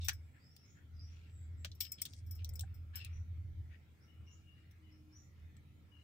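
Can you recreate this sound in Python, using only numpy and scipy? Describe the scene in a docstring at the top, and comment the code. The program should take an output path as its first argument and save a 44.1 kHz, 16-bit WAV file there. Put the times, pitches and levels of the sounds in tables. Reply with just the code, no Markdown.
"""An open pen: a hooked steel blade pares an overgrown hoof. Dry horn snaps in bursts of tiny
fractures, the touched blade rings in its steel modes, the edge scrapes with gritty friction and the
hoof gives a few dull knocks. The microphone's resonance near 15 kHz brightens snaps, clinks and hiss.
Behind the work a low drone throbs like an idling engine as its partials beat, small birds chirp
among trees and a far vehicle's tyres whine in faint background noise."""
import sys
import numpy as np
from scipy import signal
from scipy.fft import rfft, irfft, next_fast_len
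from scipy.io import wavfile
from scipy.ndimage import uniform_filter1d, map_coordinates

SR = 44100
rng = np.random.default_rng(int(sys.argv[2]) if len(sys.argv) > 2 else 0)


def to_wav(sig):
    """Store sig (one row per channel, or 1-D mono) as 16-bit WAV at the path in sys.argv[1].

    Samples outside -1..1 are clipped; the rate is SR.
    """
    pcm = np.clip(np.atleast_2d(sig), -1, 1) * 32767
    pcm = np.round(pcm).astype(np.int16)
    wavfile.write(sys.argv[1], SR, pcm.T)  # frames by channels


N = 266143

# Horn snaps. Each row: time in seconds, relative level in dB, body tilt in dB, edge tilt in dB,
# ring of the loosened piece in Hz.
HORN_SNAPS = [(0.0847, -23, -13, -6.5, 5920), (0.5646, -54, -32, -8, 5090),
              (1.6474, -36, -19.5, -19.5, 3200), (1.7168, -52, -84, -37, 3980),
              (1.808, -32.5, -41, -7, 5220), (1.8502, -45.5, -33, -20, 5220), (2.0165, -37.5, -47, 3, 8560),
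              (2.0534, -35, -33.5, -8, 3690), (2.135, -53.5, -45, -18, 6000), (2.4461, -42, -61, -10, 5861),
              (2.5365, -53, -31, 4, 7880), (2.5943, -38, -60, -4, 5643), (2.6084, -41.5, -53, -7.5, 7900),
              (3.0474, -45, -40, -6, 2620), (4.712, -63, -28, -1, 5700),
              (5.5668, -66.5, -20.5, -12.5, 7640)]
def snaps(gain_db=-6, split_above_db=-38, split_s=.008, split_loss_db=8.5, dull_db=12, split_hz=3300):
    """Horn cracks under the edge; a hard snap splits again, softer and duller."""
    out, t = np.zeros((2, N)), np.arange(-SR // 100, SR // 5) / SR
    for s, db, body_db, edge_db, ring_hz in HORN_SNAPS:
        add(out, s + t[0], amp(db) * crack(t, body_db, edge_db, ring_hz))
        if db > split_above_db:
            split = crack(t, body_db, edge_db - dull_db, split_hz)
            add(out, s + t[0] + split_s, amp(db - split_loss_db) * split)
    return amp(gain_db) * out


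# Snap spectrum before tilt, with the microphone's bright resonance near 15 kHz.
# Each row: frequency in Hz, relative level in dB.
SNAP_SPECTRUM = [(200, -42.5), (450, -40), (600, -26), (800, -9.5), (1020, -16.5), (1550, -0.5), (2200, -1),
                 (3800, 3), (6000, -3), (9800, -17.5), (11500, -14), (13800, -14), (15100, -0.5),
                 (16000, -7.5)]
def crack(t, body_db, edge_db, ring_hz, ring_db=-5, grain_db=3, lead_in_db=-15, lead_in_s=.0025):
    """A snap swells for a few milliseconds, then cracks in tiny fractures; the loosened piece rings."""
    after = np.maximum(t, 0)
    lead_in = amp(lead_in_db) * np.exp(-abs(t) / lead_in_s)
    decay = sum(amp(db - 60 * after / t60_s) for db, t60_s in [(1, .0067), (0, .036), (-21, .072)])
    envelope = np.where(t < 0, lead_in, decay)
    tilt = [(1500, body_db + 18), (3200, 0), (6000, 0), (10000, edge_db + 14.5)]
    fractures = rng.standard_normal((2, len(t))) * unit(amp(grain_db * wobble(900, len(t))))
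    burst = filtered(fractures * envelope, lambda hz: unit(amp(along(SNAP_SPECTRUM, hz) + along(tilt, hz))))
    piece = np.array([narrow(np.full(len(t), ring_hz), width_hz=.1 * ring_hz) for ear in range(2)])
    swell = 1 - np.exp(-after * ring_hz / 2)  # builds over a few cycles
    return burst + amp(ring_db) * piece * envelope * swell


# Clink modes: the steel blade's, and above 13500 Hz the microphone's resonance.
# Each row: frequency in Hz, relative level in dB, base t60 in seconds.
CLINK_MODES = [(2246, -6.5, .09), (2520, -17, .14), (3303, -15, 0.12), (4000, -24, .09), (5164, -2, 0.29),
               (5500, -0.5, 0.089), (5630, 0, 0.11), (6910, -9, 0.093), (7230, -12.5, .12),
               (7850, -13, 0.17), (8550, -13.5, 0.055), (9330, -9.5, 0.055), (9200, -12, .09),
               (11830, -8, 0.084), (12900, -12, .11), (14100, -7, 0.1), (15100, -7, .055),
               (15340, -9.5, 0.12)]
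# Blade touches. Each row: time in seconds, relative level in dB, t60 multiplier.
BLADE_TOUCHES = [(0.0454, -49.5, 1.4), (0.1308, -53, 0.67), (1.7504, -63, .6), (1.8044, -38.5, 1.24),
                 (1.9183, -39.5, 0.63), (2.018, -35, 0.24), (2.2637, -67, 1.1), (2.3099, -50, 0.79),
                 (2.3516, -59, 0.93), (2.4908, -46, 0.25), (2.5552, -46.5, 0.39), (2.7417, -65.5, 1.1),
                 (2.9555, -44, 1)]
def clinks(gain_db=-10, scatter_db=2, grip_detune=.007, chatter_rad=.95, grit_db=-7, grit_t60_s=.038,
           attack_s=.00082, hard_db=-37, bite_s=.0042):
    """Each touch rings the blade anew; the grip shifts its modes and the contact roughens them."""
    out, t = np.zeros((2, N)), np.arange(SR // 4) / SR
    hz, mode_db, t60_s = np.transpose(CLINK_MODES)[:, :, None]
    mode_db = mode_db + 14.5 * (hz > 13500)  # the microphone's resonance brightens each clink
    for s, db, t60_scale in BLADE_TOUCHES:
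        struck_db = mode_db + scatter_db * rng.standard_normal((2, len(hz), 1))
        held_hz = hz * (1 + grip_detune * rng.uniform(-.92, 1, hz.shape))
        chatter = chatter_rad * np.array([wobble(350, len(t)) for _ in hz])
        phase = 2 * np.pi * (held_hz * t + rng.random((2, len(hz), 1))) + chatter
        ring = (amp(struck_db - 60 * t / (t60_s * t60_scale)) * np.sin(phase)).sum(1)
        grit = noise(spectrum([(2000, -27.5), (5000, 2), (15000, -9)]), alike=.12, size=len(t))
        ring += grit * amp(grit_db - 60 * t / grit_t60_s)
        ring *= 1 + amp(db - hard_db) * np.exp(-t / bite_s)  # a hard blow bites, then the hoof damps it
        add(out, s, amp(db + gain_db) * ring * (1 - np.exp(-t / attack_s)))
    return out


# Paring strokes. Each row: start in seconds, length in seconds, relative level in dB,
# starting resonance in Hz.
PARING_STROKES = [(0, 0.082, -56.5, 3800), (0.082, 0.06, -59.5, 1700), (.329, .068, -75, 1975),
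                  (0.738, .11, -75.5, 1767), (1.027, 0.34, -76, 3220), (1.813, 0.074, -60, 3133),
                  (1.974, 0.046, -61, 3281), (2.059, .17, -72.5, 5870), (2.374, 0.068, -68.5, 2880),
                  (2.397, .29, -74, 521), (2.924, 0.083, -66, 1637), (2.927, 0.12, -60.5, 3090),
                  (2.973, .12, -60.5, 2750), (3.043, .17, -73.5, 2470), (3.691, 0.092, -68.5, 2150)]
def strokes(sag_oct_per_s=1.2, firm_db=-65, hiss_db=-4, tone_db=-2.5, grain_db=3):
    """The edge drags through horn: gritty friction, with a resonance that sinks as the shaving grows."""
    out = np.zeros((2, N))
    for s, length_s, db, start_hz in PARING_STROKES:
        n = int(length_s * SR)
        width_hz = .07 * start_hz * np.clip(3 + (firm_db - db) / 4, 1, 6)  # light rustles, firm sings
        pitch_hz = start_hz * 2 ** (-sag_oct_per_s * np.arange(n) / SR)
        shaving = np.array([narrow(pitch_hz, width_hz) for ear in range(2)])
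        hiss = noise(lambda hz: 1 / (1 + (np.log((hz + 1) / start_hz) / .47) ** 4), alike=.1, size=n)
        friction = amp(hiss_db) * hiss + amp(tone_db) * shaving
        grain = unit(amp(grain_db * wobble(400, n)))
        add(out, s, amp(db) * friction * grain * signal.windows.tukey(n, .6))
    return out


# Hoof modes. Each row: ratio to the lowest mode, relative level in dB, t60 in seconds.
HOOF_MODES = [(1, 0.5, .045), (2.07, 1, .03)]
# Blows on the hoof. Each row: time in seconds, relative level in dB, lowest mode in Hz.
HOOF_KNOCKS = [(0.086, -68, 430), (1.648, -52, 595), (2.635, -57, 780)]
def knocks(attack_s=.001, chatter_rad=.67):
    """The whole hoof answers a blow with two dull, short modes."""
    out, t = np.zeros((2, N)), np.arange(SR // 8) / SR
    for s, db, hz in HOOF_KNOCKS:
        ring = np.zeros(len(t))
        for ratio, mode_db, t60_s in HOOF_MODES:
            phase = 2 * np.pi * ratio * hz * t + chatter_rad * wobble(330, len(t))
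            ring += amp(mode_db - 60 * t / t60_s) * np.sin(phase)
        add(out, s, amp(db) * ring * (1 - np.exp(-t / attack_s)))
    return out


# Drone envelope. Each row: time in seconds, relative level in dB.
DRONE_LEVEL = [(0.04, -42), (0.28, -55.5), (0.38, -67.5), (0.76, -67), (0.98, -48), (1.22, -54.5),
               (1.62, -47.5), (2.05, -66), (2.23, -46.5), (2.52, -42.5), (2.96, -51), (3.19, -43.5),
               (3.63, -45.5), (3.8, -61), (4.1, -66.5), (4.21, -50), (4.32, -62), (5.32, -61.0),
               (5.43, -52.5), (5.54, -60.5), (6.03, -62.5)]
# Drone partials. Each row: multiple of the throb rate, relative level in dB.
DRONE_PARTIALS = [(4, -23.5), (5, -23.5), (7, -17), (8, 0.5), (9, -8), (10, -15), (12, -20.5), (18, -29)]
# Rumble spectrum. Each row: frequency in Hz, relative level in dB.
RUMBLE_SPECTRUM = [(13, -44), (22, -26.5), (43, -9), (48, -17.5), (65, -9.5), (84, -2.5), (96, -1.5),
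                   (150, -24.5), (200, -31), (260, -53.5), (440, -120)]
def drone(throb_hz=10.13, tone_db=-.5, rumble_db=-7, wander_rad=.6):
    """A low note in a bed of rumble; its unsteady neighbouring partials make it throb."""
    turns = np.cumsum(throb_hz * (1 + .0091 * wobble(4.107))) / SR
    tone = np.zeros(N)
    for multiple, db in DRONE_PARTIALS:
        phase = 2 * np.pi * (multiple * turns + rng.random())
        wander = wander_rad * min(-db / 20, 1) * wobble(5)  # weaker partials wander more
        tone += amp(db) * np.sin(phase + wander)
    rumble = noise(spectrum(RUMBLE_SPECTRUM), alike=.81)
    return amp(curves(DRONE_LEVEL)[0]) * (amp(tone_db) * unit(tone) + amp(rumble_db) * rumble)


# Rising slurs. Each row: start in seconds, length in seconds, top pitch in Hz, relative level in dB,
# upper voice against the lower in dB.
BIRD_SLURS = [(0.37, 0.21, 5564, -75.5, -32), (0.559, 0.16, 5880, -72.5, -6), (0.914, .24, 5830, -75, -12),
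              (3.1, 0.1, 5940, -74.5, -18), (4.002, 0.053, 5540, -81.5, -20),
              (4.244, 0.091, 5860, -74.5, -3), (4.891, 0.076, 5660, -79.5, -22),
              (5.095, 0.12, 5860, -73, -5)]
# Thin trills. Each row: start in seconds, length in seconds, relative level in dB.
BIRD_TRILLS = [(.16, 0.4, -88), (1.24, 0.27, -78.5), (1.56, 0.087, -78)]
# A farther bird's notes. Each row: start in seconds, length in seconds, relative level in dB.
FAR_WHISTLES = [(4.06, 0.095, -75.5), (4.26, 0.039, -71.5), (4.44, 0.091, -70.5), (4.8, 0.096, -84),
                (5.89, 0.11, -74)]
# Echo among the trees. Each row: frequency in Hz, t60 in seconds.
TREE_DECAY = [(2000, 0.73), (8000, 0.22)]
def birds(upper_ratio=1.21, upper_entry_share=.4, direct_db=-9):
    """Two-voiced slurs, trills and farther whistles on the left, all blurred by the trees."""
    song = held_notes(BIRD_TRILLS, pitch_hz=7700, width_hz=780)
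    for s, length_s, top_hz, db, upper_db in BIRD_SLURS:
        add(song, s, amp(db) * slur(length_s, top_hz))
        upper = slur(length_s, top_hz * upper_ratio)
        add(song, s + upper_entry_share * length_s, amp(db + upper_db) * upper)
    song = song + held_notes(FAR_WHISTLES, pitch_hz=2880, width_hz=160) * amp([[3], [-10]])
    return amp(direct_db) * song + echo(song, TREE_DECAY)


def slur(length_s, top_hz, rise_hz_per_s=5600, waver_hz=150, flutter_db=4.3):
    """A buzzy note that rises to a plateau; a longer one starts lower, a higher one is harsher."""
    u = np.linspace(0, 1, int(length_s * SR))
    start_hz = top_hz - rise_hz_per_s * length_s
    pitch_hz = start_hz + (top_hz - start_hz) * np.sin(u * np.pi / 2) + waver_hz * wobble(41, len(u))
    buzz = narrow(pitch_hz, width_hz=420 * (start_hz / 5000) ** 2)
    return amp(flutter_db * wobble(60, len(u))) * unit(np.sin(np.pi * u) * buzz)


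def held_notes(rows, pitch_hz, width_hz, waver_hz=45, flutter_db=2.5):
    """Thin bird notes that waver around one pitch."""
    out = np.zeros(N)
    for s, length_s, db in rows:
        n = int(length_s * SR)
        note = narrow(pitch_hz + waver_hz * wobble(27, n), width_hz) * signal.windows.tukey(n, .9)
        add(out, s, amp(db + flutter_db * wobble(21, n)) * unit(note))
    return out


# Tyre whine. Each row: time in seconds, pitch in Hz, relative level in dB.
TYRE_WHINE = [(0, 288.2, -86.5), (3.3, 290, -84.5), (3.49, 312, -69.5), (3.68, 318.2, -81.5),
              (4.6, 315.7, -79.5), (5.0, 307.8, -63), (5.3, 307, -78), (6.03, 294.6, -76.5)]
def far_vehicle(gain_db=-4, width_hz=22):
    """Far tyres whine: a gliding tone in a narrow band of noise."""
    pitch_hz, db = curves(TYRE_WHINE)
    tone = unit(np.sin(2 * np.pi * np.cumsum(pitch_hz) / SR))
    return amp(db + gain_db) * (tone + .6 * narrow(pitch_hz, width_hz))


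# Low murmur of the open air. Each row: frequency in Hz, relative level in dB.
MURMUR_SPECTRUM = [(53, -29.5), (90, -10.5), (113, -5), (172, -13), (241, -17.5), (307, -21.5), (390, -26),
                   (1100, -42), (1430, -75.5), (2420, -120)]
# Faint background hiss, lifted near 15 kHz by the microphone.
# Each row: frequency in Hz, relative level in dB.
HISS_SPECTRUM = [(410, -29), (700, -8), (1180, -6.5), (1390, 1.5), (1500, -6.5), (1600, -1.5), (1780, -3.5),
                 (2160, 0), (2870, -8.5), (3230, -7), (4130, -11), (5790, -15), (10500, -21.5),
                 (15000, -15.5)]
def background(vehicle, murmur_db=-66, hiss_db=-77, lag_s=.0003):
    """The vehicle and a low murmur reach the right ear first, under a faint shifting hiss."""
    murmur = amp(murmur_db + wobble(7.2)) * noise(spectrum(MURMUR_SPECTRUM), alike=.81)
    hiss = amp(hiss_db) * noise(spectrum(HISS_SPECTRUM), alike=.07)
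    low = filtered(vehicle + murmur, lambda hz: np.exp(1j * np.pi * lag_s * np.outer([-1, 1], hz)))
    return low + rustle(hiss, depth_db=3.5)


def rustle(x, depth_db):
    """Patches of neighbouring bands swell and sink on their own."""
    bands = signal.stft(x, nperseg=1024)[2]
    swell = uniform_filter1d(rng.standard_normal(bands.shape[1:]), size=6, axis=0)
    swell = uniform_filter1d(swell, size=9, axis=1)
    return signal.istft(bands * amp(depth_db * unit(swell)), nperseg=1024)[1][:, :N]


def bounces(x, bounce_db=-13, latest_s=.004, count=5):
    """Hands, knees and ground return weak early copies, different for each ear."""
    delays_s = rng.uniform(.001, latest_s, (count, 2, 1))
    return filtered(x, lambda hz: 1 + amp(bounce_db) * np.exp(-2j * np.pi * hz * delays_s).sum(0))


def echo(x, decay):
    """A diffuse echo in which each frequency dies at its own speed."""
    hz, t, bands = signal.stft(rng.standard_normal((2, SR // 2)), SR, nperseg=256)
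    tail = signal.istft(bands * amp(-60 * t / along(decay, hz)[:, None]), SR, nperseg=256)[1]
    return signal.fftconvolve(x, tail / np.linalg.norm(tail[0]), axes=1)[:, :N]


def amp(db):
    """Decibels to gain."""
    return 10 ** (np.asarray(db) / 20)


def unit(x):
    """Scale to rms 1."""
    return x / np.sqrt(np.mean(x ** 2) + 1e-20)


def along(points, hz):
    """Interpolate (Hz, value) points on a log frequency axis."""
    knots_hz, values = np.transpose(points)
    return np.interp(np.log(hz + 1), np.log(knots_hz + 1), values)


def spectrum(points):
    """Gain response through (Hz, dB) points."""
    return lambda hz: amp(along(points, hz))


def curves(rows):
    """One value per sample for each column after the time."""
    s, *columns = np.transpose(rows)
    return [np.interp(np.arange(N) / SR, s, column) for column in columns]


def wobble(rate_hz, size=N):
    """A smooth random curve, rate_hz knots a second."""
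    knots = rng.standard_normal(int(size * rate_hz / SR) + 4)
    return map_coordinates(knots, [np.arange(size) * rate_hz / SR])


def filtered(x, response):
    """Apply a frequency response."""
    n = x.shape[-1]
    padded = next_fast_len(n + 4096)
    return irfft(rfft(x, padded) * response(np.fft.rfftfreq(padded, 1 / SR)), padded)[..., :n]


def noise(response, alike, size=N):
    """Coloured stereo noise of rms 1; alike is the power share common to both ears."""
    white = rng.standard_normal((3, size))
    return unit(filtered(np.sqrt(alike) * white[0] + np.sqrt(1 - alike) * white[1:], response))


def narrow(pitch_hz, width_hz):
    """Narrow noise of rms 1 riding on a pitch curve."""
    flutter = wobble(width_hz, len(pitch_hz)) + 1j * wobble(width_hz, len(pitch_hz))
    return unit(np.real(flutter * np.exp(2j * np.pi * np.cumsum(pitch_hz) / SR)))


def add(track, s, sound):
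    """Mix a sound in at s seconds."""
    i = max(round(s * SR), 0)
    track[..., i:i + sound.shape[-1]] += sound[..., :N - i]


# Balance of the near work. Each row: frequency in Hz, left minus right in dB.
NEAR_BALANCE = [(1500, 2), (3300, 3), (6200, 2), (8200, 22.5), (11500, 7.5), (15000, 7)]
# Echo of the pen. Each row: frequency in Hz, t60 in seconds.
PEN_DECAY = [(300, 0.067), (2500, 0.095), (7000, 0.11), (15000, 0.027)]
def scene(near_db=.5, echo_db=-10):
    """The work is close and leans left; everything else is far."""
    work = snaps() + knocks() + clinks() + strokes()
    near = filtered(work, lambda hz: amp(np.outer([.5, -.5], along(NEAR_BALANCE, hz))))
    pen = amp(near_db) * bounces(near) + amp(echo_db) * echo(near, PEN_DECAY)
    return pen + birds() + drone() + background(far_vehicle())


def record(dry):
    """A steep low-pass at 15750 Hz."""
    return filtered(dry, lambda hz: 1 / (1 + (hz / 15750) ** 120))


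dry = scene()
out = record(dry)
to_wav(out)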